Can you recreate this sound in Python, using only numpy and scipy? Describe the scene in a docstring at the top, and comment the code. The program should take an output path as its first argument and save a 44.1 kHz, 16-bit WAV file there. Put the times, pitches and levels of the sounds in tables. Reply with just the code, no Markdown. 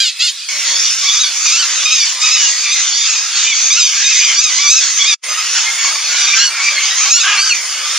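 """A garden with palms. A songbird gives two buzzy chirps, then a parrot flock squawks, with single
squawks, croaks and pure notes above the din. Vibrating membranes make the calls, throat and beak shape
their partials, leaves and trunks scatter them. A rustle at the start, a high hiss throughout.
The sound drops out briefly near 5.2 s; loud peaks overload the recorder."""
import sys
import numpy as np
from scipy import signal
from scipy.fft import rfft, irfft, next_fast_len
from scipy.io import wavfile
from scipy.ndimage import uniform_filter1d, minimum_filter1d

SR = 44100
rng = np.random.default_rng(int(sys.argv[2]) if len(sys.argv) > 2 else 0)


def log_audio(samples):
    """Write samples as a 16-bit WAV file to the path given in sys.argv[1]."""
    # one column per channel
    frames = np.atleast_2d(samples).T
    # limit to full scale, then quantise
    limited = np.clip(frames, -1, 1)
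    pcm = np.round(limited * 32767).astype(np.int16)
    wavfile.write(sys.argv[1], SR, pcm)


N = 351918

# near squawks, one table each: time_s, pitch_hz, level_db, tilt_db_per_oct (beak opening)
SQUAWK_CONTOURS = [
    [(1.01, 1221, -24, -6), (1.038, 1114, -21.5, -4.5), (1.092, 1160, -10, 2.5), (1.118, 1209, -20, 2),
     (1.19, 1154, -14.5, 3), (1.202, 1295, -14.5, 2.5), (1.23, 1280, -13.5, 4), (1.246, 1136, -13.5, -1),
     (1.28, 1120, -15.5, 8)],
    [(1.455, 1212, -16, -18), (1.469, 1252, -15, 3), (1.509, 1195, -16, 7.5), (1.537, 1313, -13.5, 1),
     (1.565, 1330, -20, -0.5), (1.593, 1526, -14, 4.5), (1.617, 1512, -15, -4), (1.629, 1387, -13, 0.5),
     (1.65, 1334, -17, 1)],
    [(1.83, 1139, -19, -2), (1.836, 1132, -13.5, -1), (1.846, 1256, -17, 9), (1.862, 1261, -7, -1.5),
     (1.892, 1213, -19, -1.5), (1.928, 1269, -8.5, 3), (1.968, 1245, -19, 4.5), (2.04, 1144, -10, 10.5)],
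    [(2.215, 1209, -11, 0), (2.239, 1258, -12.5, -3), (2.295, 1245, -15.5, -3), (2.313, 1297, -11, 1),
     (2.351, 1315, -11.5, 2.5), (2.363, 1222, -14.5, -3), (2.389, 1253, -18.5, -1), (2.401, 1132, -16, 8),
     (2.42, 1110, -15, -2)],
    [(3.09, 1193, -13.5, 4), (3.108, 1370, -14, 7), (3.122, 1340, -20, 2), (3.138, 1288, -16, 2),
     (3.15, 1343, -19, -3), (3.158, 1228, -15, 2), (3.19, 1280, -25, 3)],
    [(3.7, 1115, -14.5, -1), (3.734, 1258, -9, 9.5), (3.754, 1254, -14.5, 0.5), (3.782, 1434, -13, -6),
     (3.806, 1253, -9, 8), (3.844, 1223, -16, 5), (3.862, 1267, -12, 5), (3.876, 1120, -10, 8),
     (3.9, 1140, -49, 2)],
    [(4.04, 1220, -12, 2), (4.08, 1223, -12.5, 4), (4.118, 1333, -14, -7), (4.128, 1192, -13.5, 0),
     (4.186, 1290, -13, 7.5), (4.206, 1206, -12.5, 2), (4.242, 1240, -16.5, -6), (4.248, 1210, -9.5, 3),
     (4.27, 1217, -16.5, 4)],
    [(4.355, 1200, -17, -4), (4.365, 1131, -17, 1), (4.395, 1170, -7.5, 5.5), (4.421, 1350, -20, -2.5),
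     (4.443, 1280, -10, 7), (4.457, 1219, -13, -1), (4.475, 1237, -16, -2.5), (4.495, 1152, -17, -1),
     (4.51, 1090, -22, -8)],
    [(4.58, 1156, -22, 6), (4.588, 1092, -19, -5), (4.604, 1137, -14, -2), (4.646, 1181, -16.5, -8),
     (4.672, 1126, -11.5, -3), (4.714, 1315, -8, 6.5), (4.75, 1270, -13, -1.5), (4.768, 1334, -12, 2),
     (4.8, 1236, -13, 2)],
    [(4.99, 1236, -10, -3), (4.998, 1158, -14.5, -2.5), (5.012, 1125, -8.5, 3), (5.036, 1150, -21, -3),
     (5.046, 1052, -14, -4), (5.066, 1204, -15.5, 2), (5.09, 1265, -10.5, 2.5), (5.136, 1142, -12.5, 2),
     (5.15, 1090, -31, -2)],
    [(6.37, 1291, -16, -8), (6.39, 1333, -17.5, -12), (6.4, 1418, -9, 1.5), (6.456, 1470, -12.5, 0),
     (6.478, 1430, -18, 2), (6.49, 1490, -22, -2)],
    [(7.09, 1140, -18.5, 0), (7.098, 1260, -15, 1), (7.114, 1279, -11, 5.5), (7.15, 1399, -11, 3.5),
     (7.166, 1434, -9, 4), (7.192, 1450, -21, -3), (7.204, 1317, -12, 4), (7.228, 1250, -13.5, 3),
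     (7.24, 1339, -18, 2)],
    [(2.64, 1276, -18, 0), (2.66, 1173, -18, -1.5), (2.69, 1159, -17.5, -3), (2.734, 1246, -12.5, 1.5),
     (2.752, 1140, -15, 11), (2.76, 1140, -16, 0)],
    [(3.42, 1134, -20, -2), (3.432, 1204, -19, 9), (3.506, 1184, -14, -4), (3.53, 1148, -13.5, -3),
     (3.536, 1080, -15.5, -9), (3.56, 1155, -40, 0)],
    [(5.28, 1140, -29, 6), (5.29, 1245, -21, 2.5), (5.332, 1256, -19.5, 1), (5.358, 1232, -30, 7),
     (5.386, 1276, -16, 0), (5.42, 1240, -24, 5)],
    [(5.64, 987, -34, 1.5), (5.668, 1077, -15.5, 2), (5.696, 1048, -19, -3), (5.71, 1079, -31, 0)],
    [(5.84, 1113, -20, 0), (5.86, 1052, -23, 0.5), (5.916, 1234, -23, 1), (5.922, 1313, -17, -4),
     (5.934, 1274, -32, 0), (5.97, 1070, -22, 0)],
    [(6.14, 1066, -20, -12), (6.164, 1108, -27, -5), (6.176, 1248, -23, 9), (6.204, 1268, -29, 4),
     (6.212, 1177, -21.5, 2), (6.26, 1153, -12, 1.5)],
    [(6.27, 1276, -19, -7), (6.294, 1252, -15.5, -4), (6.306, 1144, -16, 0), (6.33, 1142, -16, 0),
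     (6.34, 1168, -10, -2), (6.36, 1204, -14.5, 0)],
    [(7.37, 1378, -17, 0), (7.418, 1553, -15, 3), (7.47, 1574, -19, -3), (7.482, 1521, -13.5, 0),
     (7.492, 1567, -18, 1), (7.512, 1418, -14, 1), (7.53, 1425, -22, 2)],
    [(0.64, 1117, -25, 0), (0.68, 1107, -19.5, -1), (0.776, 1130, -22.5, 0), (0.79, 1218, -22, 1),
     (0.822, 1126, -20, 0), (0.882, 1198, -16, 3.5), (0.93, 1090, -27, 0)],
    [(2.92, 1113, -20, 2), (2.934, 1110, -18, 0), (2.958, 1190, -16, 5), (2.992, 1153, -19.5, 7),
     (2.998, 1199, -16.5, 1), (3.058, 1192, -17, 1), (3.08, 1216, -18, -3)],
    [(6.5, 1140, -26, 1), (6.57, 1203, -23.5, -2), (6.608, 1082, -14.5, -3), (6.62, 1145, -21.5, -8),
     (6.692, 1181, -10.5, 4), (6.706, 1083, -28, -4), (6.75, 1155, -21, 0)],
    [(6.76, 1082, -16, 2), (6.782, 1057, -14, 2), (6.802, 1166, -22, -6), (6.836, 1100, -23, 0),
     (6.848, 1140, -12, -4), (6.88, 1166, -24, 4), (6.9, 1020, -24, 0)],
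    [(6.9, 996, -23, 3), (6.91, 933, -20.5, 6), (6.994, 1072, -23, -2), (7.016, 1192, -22, -13),
     (7.042, 1182, -25, 4), (7.054, 1100, -21, -4), (7.09, 1159, -22, -7)],
]
# hoarseness, one per squawk: 0 clear, 1 raw
SQUAWK_ROUGHNESS = [.2, .15, .15, .18, .3, .07, .15, .07, .06, .12, .08, .07, .25, .15, .2, .15, .35, .3,
                    .2, .06, .3, .3, .22, .22, .22]
# timbre, one row per squawk: partial1_db ... partial5_db
SQUAWK_PARTIALS = [(-12, -5.5, -0.5, -2.5, -3), (-7.5, 0.5, -2.5, -2.5, -8.5), (-12.5, 1, -2, -3, -4),
                   (-14, 0.5, -1.5, 1, -1), (-12, -0.5, -3.5, -3, -2), (-11, -1.5, -0.5, 0.5, -1.5),
                   (-22, 0, -1.5, -1, -0.5), (-14, -5.5, -5.5, -0.5, -1.5), (-12, 2, 0.5, 0.5, 2),
                   (-12.5, -1.5, 1.5, -2.5, -8), (-11.5, 0.5, 2, -0.5, -10), (-6.5, -0.5, -3.5, -2, 0),
                   (-17.5, -4, -2.5, -5, -4), (-28.5, 0, 0, -10, -15), (-1.5, -4, -14, -4, -1.5),
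                   (-12, 0, -16, -10.5, -20), (0.5, -3, -22, -1, -11), (-11.5, -1, -2, -2.5, -3),
                   (-18.5, -0.5, -6, -8, -9), (-13.5, -12, -1, -7.5, -15), (-19, -11, -2, 0, -3),
                   (-23, -16, -0.5, -1, -8), (-12.5, 2.5, -13, -5, -20), (-14.5, 2, -5, -7, -17),
                   (-9.5, 4, -18, -2.5, -19)]
# hoarse croaks: start_s, length_s, top_hz, level_db
CROAK_NOTES = [(5.528, .08, 926, -19.5), (7.229, .18, 834, -11)]
# croak throat response: freq_hz, gain_db
CROAK_THROAT_EQ = [(500, -47), (820, -12), (1300, 9.5), (1700, 0), (2500, 3.5), (3100, 1), (4000, -11),
                   (7900, -1)]
# mouth resonances, beak open: centre_hz, width_hz, gain_db
CROAK_FORMANTS = [(1610, 154, 8), (3050, 260, 10.5)]
# two low coos, a thin whistle, then two ringing tones of the last squawk, ending in a falling note:
# start_s, length_s, first_hz, last_hz, level_db
PURE_NOTES = [(.51, 0.37, 617, 488, -42.5), (1.65, 0.29, 652, 560, -44.5), (2.355, .145, 2990, 2816, -18),
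              (7.43, 0.067, 1570, 1600, -22.5), (7.493, 0.051, 3000, 2224, -15)]
# flock envelope: time_s, level_db
FLOCK_LEVEL = [(.485, -17.5), (.57, -17.5), (.68, -12.5), (.87, -13), (.97, -17.5), (1.09, -11),
               (1.33, -15.5), (1.43, -15.5), (1.47, -10.5), (1.68, -15.5), (1.95, -9.5), (2.2, -18),
               (2.22, -8.5), (2.6, -13.5), (3.06, -11), (3.23, -16.5), (3.34, -15.5), (3.37, -10.5),
               (3.52, -11.5), (3.56, -14), (3.82, -10.5), (3.92, -13), (4.17, -7), (4.32, -13), (4.53, -14),
               (4.69, -7), (4.95, -16), (5.01, -6.5), (5.14, -8), (5.24, -20), (5.49, -18.5), (5.57, -13),
               (5.76, -19), (5.87, -13.5), (6.01, -16.5), (6.24, -12.5), (6.36, -10.5), (6.45, -9),
               (6.49, -18.5), (6.54, -19.5), (6.68, -10.5), (6.72, -17.5), (6.79, -15.5), (7.27, -12.5),
               (7.52, -13.5), (7.58, -19), (7.98, -16)]
# flock colour: freq_hz, gain_db
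FLOCK_EQ = [(120, -79), (200, -41.5), (603, -15.5), (736, -16.5), (1170, -15), (1560, -4.5), (2220, -2.5),
            (2400, -4), (3160, -1.5), (3680, -2), (3970, -5.5), (4490, -0.5), (6590, 1.5), (7010, -0.5),
            (7800, -13), (10100, -46), (17200, -120)]
# songbird chirps, one table each: time_s, pitch_hz, level_db
CHIRP_CONTOURS = [
    [(0.0, 792, -4), (0.022, 809, -11), (0.042, 760, -11.5), (0.058, 716, -12), (0.08, 704, -12),
     (0.088, 651, -15.5), (0.104, 643, -19), (0.114, 655, -31), (0.125, 642, -32)],
    [(0.19, 630, -23), (0.198, 655, -18), (0.206, 645, -11), (0.226, 705, -10.5), (0.262, 722, -12),
     (0.284, 632, -13.5), (0.3, 624, -14), (0.314, 668, -32), (0.325, 683, -35)],
]
# songbird throat response: freq_hz, gain_db
CHIRP_THROAT_EQ = [(710, -76), (1200, -28), (1520, -13), (2400, -12), (2580, -5.5), (2880, -6.5),
                   (3190, -5), (4850, -8), (6040, -26.5), (6330, -17), (7900, -26.5), (10300, -60),
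                   (17400, -120)]
# garden rustle colour: freq_hz, gain_db
RUSTLE_EQ = [(180, -101), (300, -58), (1910, -9), (1990, -10), (2650, -6), (3220, -5), (3350, -2.5),
             (4060, -4), (4790, -4), (7950, -17), (10300, -96), (17500, -120)]
# hiss envelope: time_s, level_db
HISS_LEVEL = [(0, -26), (.15, -40.5), (.26, -29), (.38, -42.5), (.53, -33), (1.8, -34.5), (2.7, -38),
              (4.3, -37.5), (5.1, -34.5), (5.7, -33.5), (6.5, -36), (7.98, -33.5)]
# hiss colour: freq_hz, gain_db
HISS_EQ = [(4790, -19.5), (8150, 3.5), (8240, -19), (8690, 7.5), (9240, 10), (9800, 2), (10100, -0.5),
           (10600, -36), (10800, -16.5), (13700, -7), (14500, -26), (15400, -12.5)]
# microphone port response, birds only: freq_hz, gain_db
PORT_EQ = [(100, -52), (250, -11), (400, -5.5), (700, -3), (7600, -0.32), (7880, -4.5), (8000, -50)]
# left-right difference: freq_hz, gain_db
SIDE_EQ = [(300, -22), (700, -54), (1200, -69), (2000, -27), (3000, -15), (4500, -5.5), (6000, -1),
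           (7800, 1.5), (8200, -23), (9400, -24), (10000, -7.5), (15000, -1.5)]
# brief dropout: time_s, gain_db
DROPOUT_GAIN = [(5.14, 0), (5.17, -55), (5.215, -48), (5.24, 1)]

NOTE_ENDS_DB = -7


def squawks(sixth_partial_db=-13, wander_db=2):
    """Near parrots: six drifting partials that brighten as the beak opens."""
    out = np.zeros(N)
    for rows, rough, own_db in zip(SQUAWK_CONTOURS, SQUAWK_ROUGHNESS, SQUAWK_PARTIALS):
        hz, level_db, tilt_db_per_oct = columns(rows, span(rows))
        timbre_db = [*own_db, own_db[-1] + sixth_partial_db]
        shape_db = np.array([db + tilt_db_per_oct * np.log2(k / 3) for k, db in enumerate(timbre_db, 1)])
        shape_db -= 10 * np.log10((gain_of(shape_db) ** 2).sum(0))  # unit power
        drift_db = wander_db * smooth_noise(6, len(hz), window=900)
        add(out, rows[0][0], syrinx(hz, level_db + shape_db + drift_db, rough, jitter=.01194))
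    return out


def croaks(arch_depth=.12, beak_shut=.73):
    """Arched rasps. Alternate pulses are weaker, adding lines between the partials."""
    out = np.zeros(N)
    for start_s, length_s, top_hz, level_db in CROAK_NOTES:
        progress = np.linspace(0, 1, round(length_s * SR))
        arch = np.sin(np.pi * progress ** .85)
        sub_hz = top_hz * (1 - arch_depth + arch_depth * arch) / 2
        # the beak opens fast, raising the formants, and closes slowly
        beak = beak_shut + (1 - beak_shut) * np.sin(np.pi * progress ** .55)
        partials_db = []
        for k in range(1, 18):
            mouth_db = sum(db * np.exp(-((k * sub_hz - centre_hz * beak) / width_hz) ** 2)
                           for centre_hz, width_hz, db in CROAK_FORMANTS)
            partials_db.append(eq_db(CROAK_THROAT_EQ, k * sub_hz) - 5 * (k % 2) + mouth_db)
        rasp = unit_rms(syrinx(sub_hz, partials_db, rough=.3, jitter=.04))
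        add(out, start_s, gain_of(level_db + NOTE_ENDS_DB * (1 - arch)) * rasp)
    return out


def pure_notes():
    """Coos, a whistle and the last squawk's ringing tones: each one partial on a linear glide."""
    out = np.zeros(N)
    for start_s, length_s, first_hz, last_hz, level_db in PURE_NOTES:
        progress = np.linspace(0, 1, round(length_s * SR))
        hz = first_hz + (last_hz - first_hz) * progress
        envelope_db = level_db + NOTE_ENDS_DB * (2 * progress - 1) ** 4
        add(out, start_s, syrinx(hz, [envelope_db], rough=.12, jitter=.0016))
    return out


def flock(count=360):
    """Overlapping arched squawks, alternately left and right, over their far blur."""
    sides = np.zeros((2, N))
    for k, (offset, length, pitch, arch, loudness) in enumerate(rng.random((count, 5))):
        progress = np.linspace(0, 1, round((.05 + .15 * length) * SR))
        spread = 2 * pitch - 1
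        base_hz = 1130 + 250 * spread ** 3 + 110 * spread
        hz = base_hz * (1 + .2 * arch * np.sin(np.pi * progress) ** 2)
        partials_db = 7 * loudness + 4 * rng.standard_normal(7)
        start_s = (k + offset) / count * N / SR
        add(sides[k % 2], start_s, syrinx(hz, partials_db, rough=.3, jitter=.02))
    sides = np.array([tree_scatter(x, t60_s=.24, wet_db=3) for x in sides])
    blur = gain_of(-7) * patchy_noise(FLOCK_EQ, patch_db=4)
    din = unit_rms(equalise(sides, FLOCK_EQ)) + blur
    return flock_swell(unit_rms(din))


def flock_swell(din):
    """Flock envelope: brighter when louder, 1 dB/oct duller after the dropout."""
    hz, t, spectrum = signal.stft(din, SR, nperseg=256)
    level_db = columns(FLOCK_LEVEL, t)[0]
    after_dropout = t > DROPOUT_GAIN[1][0]
    tilt_db_per_oct = -1 + .353 * (level_db + 14) - after_dropout
    octaves = np.log2((hz[:, None] + 100) / 4000)
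    spectrum *= gain_of(level_db + octaves * tilt_db_per_oct) * (t > FLOCK_LEVEL[0][0])
    return signal.istft(spectrum, SR, nperseg=256)[1][:, :N] / np.sqrt(2)


def songbird(clear_db=-13, rough_per_db=.07):
    """Buzzy chirps: many overtones through a fixed throat, brightening, rougher when quiet."""
    out = np.zeros(N)
    for rows in CHIRP_CONTOURS:
        hz, level_db = columns(rows, span(rows))
        tilt_db_per_oct = np.linspace(4, 10.5, len(hz))
        rough = np.clip(.1 + rough_per_db * (clear_db - level_db), .1, .8)
        partials_db = [eq_db(CHIRP_THROAT_EQ, k * hz) + tilt_db_per_oct * np.log2(k * hz / 4000)
                       for k in range(1, 12)]
        buzz = unit_rms(syrinx(hz, partials_db, rough, jitter=.005))
        add(out, rows[0][0], gain_of(level_db) * buzz)
    return out


def syrinx(hz, partials_db, rough, jitter):
    """Partials on a wobbling pitch; rough membranes shake the pitch and each partial's level."""
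    shake = smooth_noise(len(partials_db) + 1, len(hz), window=50)
    wobble = smooth_noise(1, len(hz), window=400)[0]
    cycles = np.cumsum(hz * (1 + jitter * wobble + .03 * rough * shake[0])) / SR
    out = np.zeros(len(hz))
    for k, db in enumerate(partials_db, 1):
        flutter = np.sqrt(1 - rough) + np.sqrt(rough) * shake[k]
        out += gain_of(db) * flutter * np.cos(2 * np.pi * (k * cycles + k * k / 7))
    fades = signal.windows.tukey(len(hz), min(1, .0089 * SR / len(hz)))
    return np.sqrt(2) * out * fades


def tree_scatter(x, t60_s, wet_db):
    """Leaves and trunks add a decaying noise tail."""
    t = np.arange(SR // 2) / SR
    tail = rng.standard_normal(len(t)) * gain_of(-60 * t / t60_s) * (t > .006)
    return x + gain_of(wet_db) * signal.fftconvolve(x, tail / np.linalg.norm(tail))[:N]


def rustle(end_s=.49):
    """Opening garden rustle: patchy mid and treble noise."""
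    return gain_of(-26.5) * (np.arange(N) / SR < end_s) * patchy_noise(RUSTLE_EQ, patch_db=4.5)


def hiss(duck_db):
    """High, patchy hiss, lowered by duck_db."""
    level_db = columns(HISS_LEVEL, np.arange(N) / SR)[0]
    return gain_of(level_db - duck_db) * patchy_noise(HISS_EQ, patch_db=4)


def patchy_noise(eq, patch_db):
    """Two independent noises, level drifting in patches over time and frequency."""
    real, imag, patches = rng.standard_normal((N // 128 + 5, 257, 2, 3)).T
    patches = unit_rms(uniform_filter1d(uniform_filter1d(patches[0], 3, 0), 28, 1))
    colour_db = eq_db(eq, np.fft.rfftfreq(512, 1 / SR))[:, None]
    spectrum = (real + 1j * imag) * gain_of(colour_db + patch_db * patches)
    return unit_rms(signal.istft(spectrum, nperseg=512, noverlap=384)[1][:, :N])


def smooth_noise(count, length, window):
    """Rows of smoothed noise, rms about 1."""
    white = rng.standard_normal((count, length))
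    return uniform_filter1d(uniform_filter1d(white, window), window) * np.sqrt(3 * window / 2)


def equalise(x, eq):
    size = next_fast_len(x.shape[-1])
    gain = gain_of(eq_db(eq, np.fft.rfftfreq(size, 1 / SR)))
    return irfft(rfft(x, size) * gain, size)[..., :x.shape[-1]]


def eq_db(eq, hz):
    freq_hz, gain_db = np.transpose(eq)
    return np.interp(np.log(hz + 1), np.log(freq_hz + 1), gain_db)


def gain_of(db):
    return 10 ** (np.asarray(db) / 20)


def unit_rms(x):
    return x / np.sqrt(np.mean(x ** 2) + 1e-20)


def columns(rows, t):
    time_s, *values = np.transpose(rows)
    return [np.interp(t, time_s, column) for column in values]


def span(rows):
    return np.arange(rows[0][0], rows[-1][0], 1 / SR)


def add(mix, start_s, sound):
    part = mix[round(start_s * SR):][:len(sound)]
    part += sound[:len(part)]


def scene():
    """Sound from left and right reaches two close ports at slightly different times."""
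    parrots = tree_scatter(squawks() + croaks() + pure_notes(), t60_s=.15, wet_db=-6)
    chirps = tree_scatter(songbird(), t60_s=.11, wet_db=-8)
    near = equalise([[.85], [.15]] * parrots + [[.75], [.25]] * chirps, PORT_EQ)
    near_db = 10 * np.log10(abs(uniform_filter1d(near.sum(0) ** 2, 1500)) + 1e-12)
    duck_db = .8 * np.maximum(near_db + 20, 0)  # din and hiss sink under a loud near bird
    din = equalise(flock(), PORT_EQ) / gain_of(duck_db)
    background = (rustle() + hiss(.32 * duck_db)) / np.sqrt(2)
    left, right = near + din + background
    mid = left + right
    quadrature = signal.hilbert(left - right, next_fast_len(N)).imag[:N]
    side = equalise(.14 * mid - quadrature, SIDE_EQ)  # left port slightly less sensitive
    return np.array([mid - side, mid + side])


def record(dry):
    """Dropout, fast limiter that lets a few peaks clip, band limit."""
    heard = dry * gain_of(columns(DROPOUT_GAIN, np.arange(N) / SR)[0])
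    peak = -minimum_filter1d(-abs(heard).max(0), 90)
    reduction = uniform_filter1d(np.maximum(peak, 1), 130) ** .45
    clipped = np.clip(heard / reduction, -1, 1)
    lowpass = signal.firwin(511, cutoff=15595, window=("kaiser", 9), fs=SR)
    return signal.oaconvolve(clipped, lowpass[None], "same")


dry = scene()
out = record(dry)
log_audio(out)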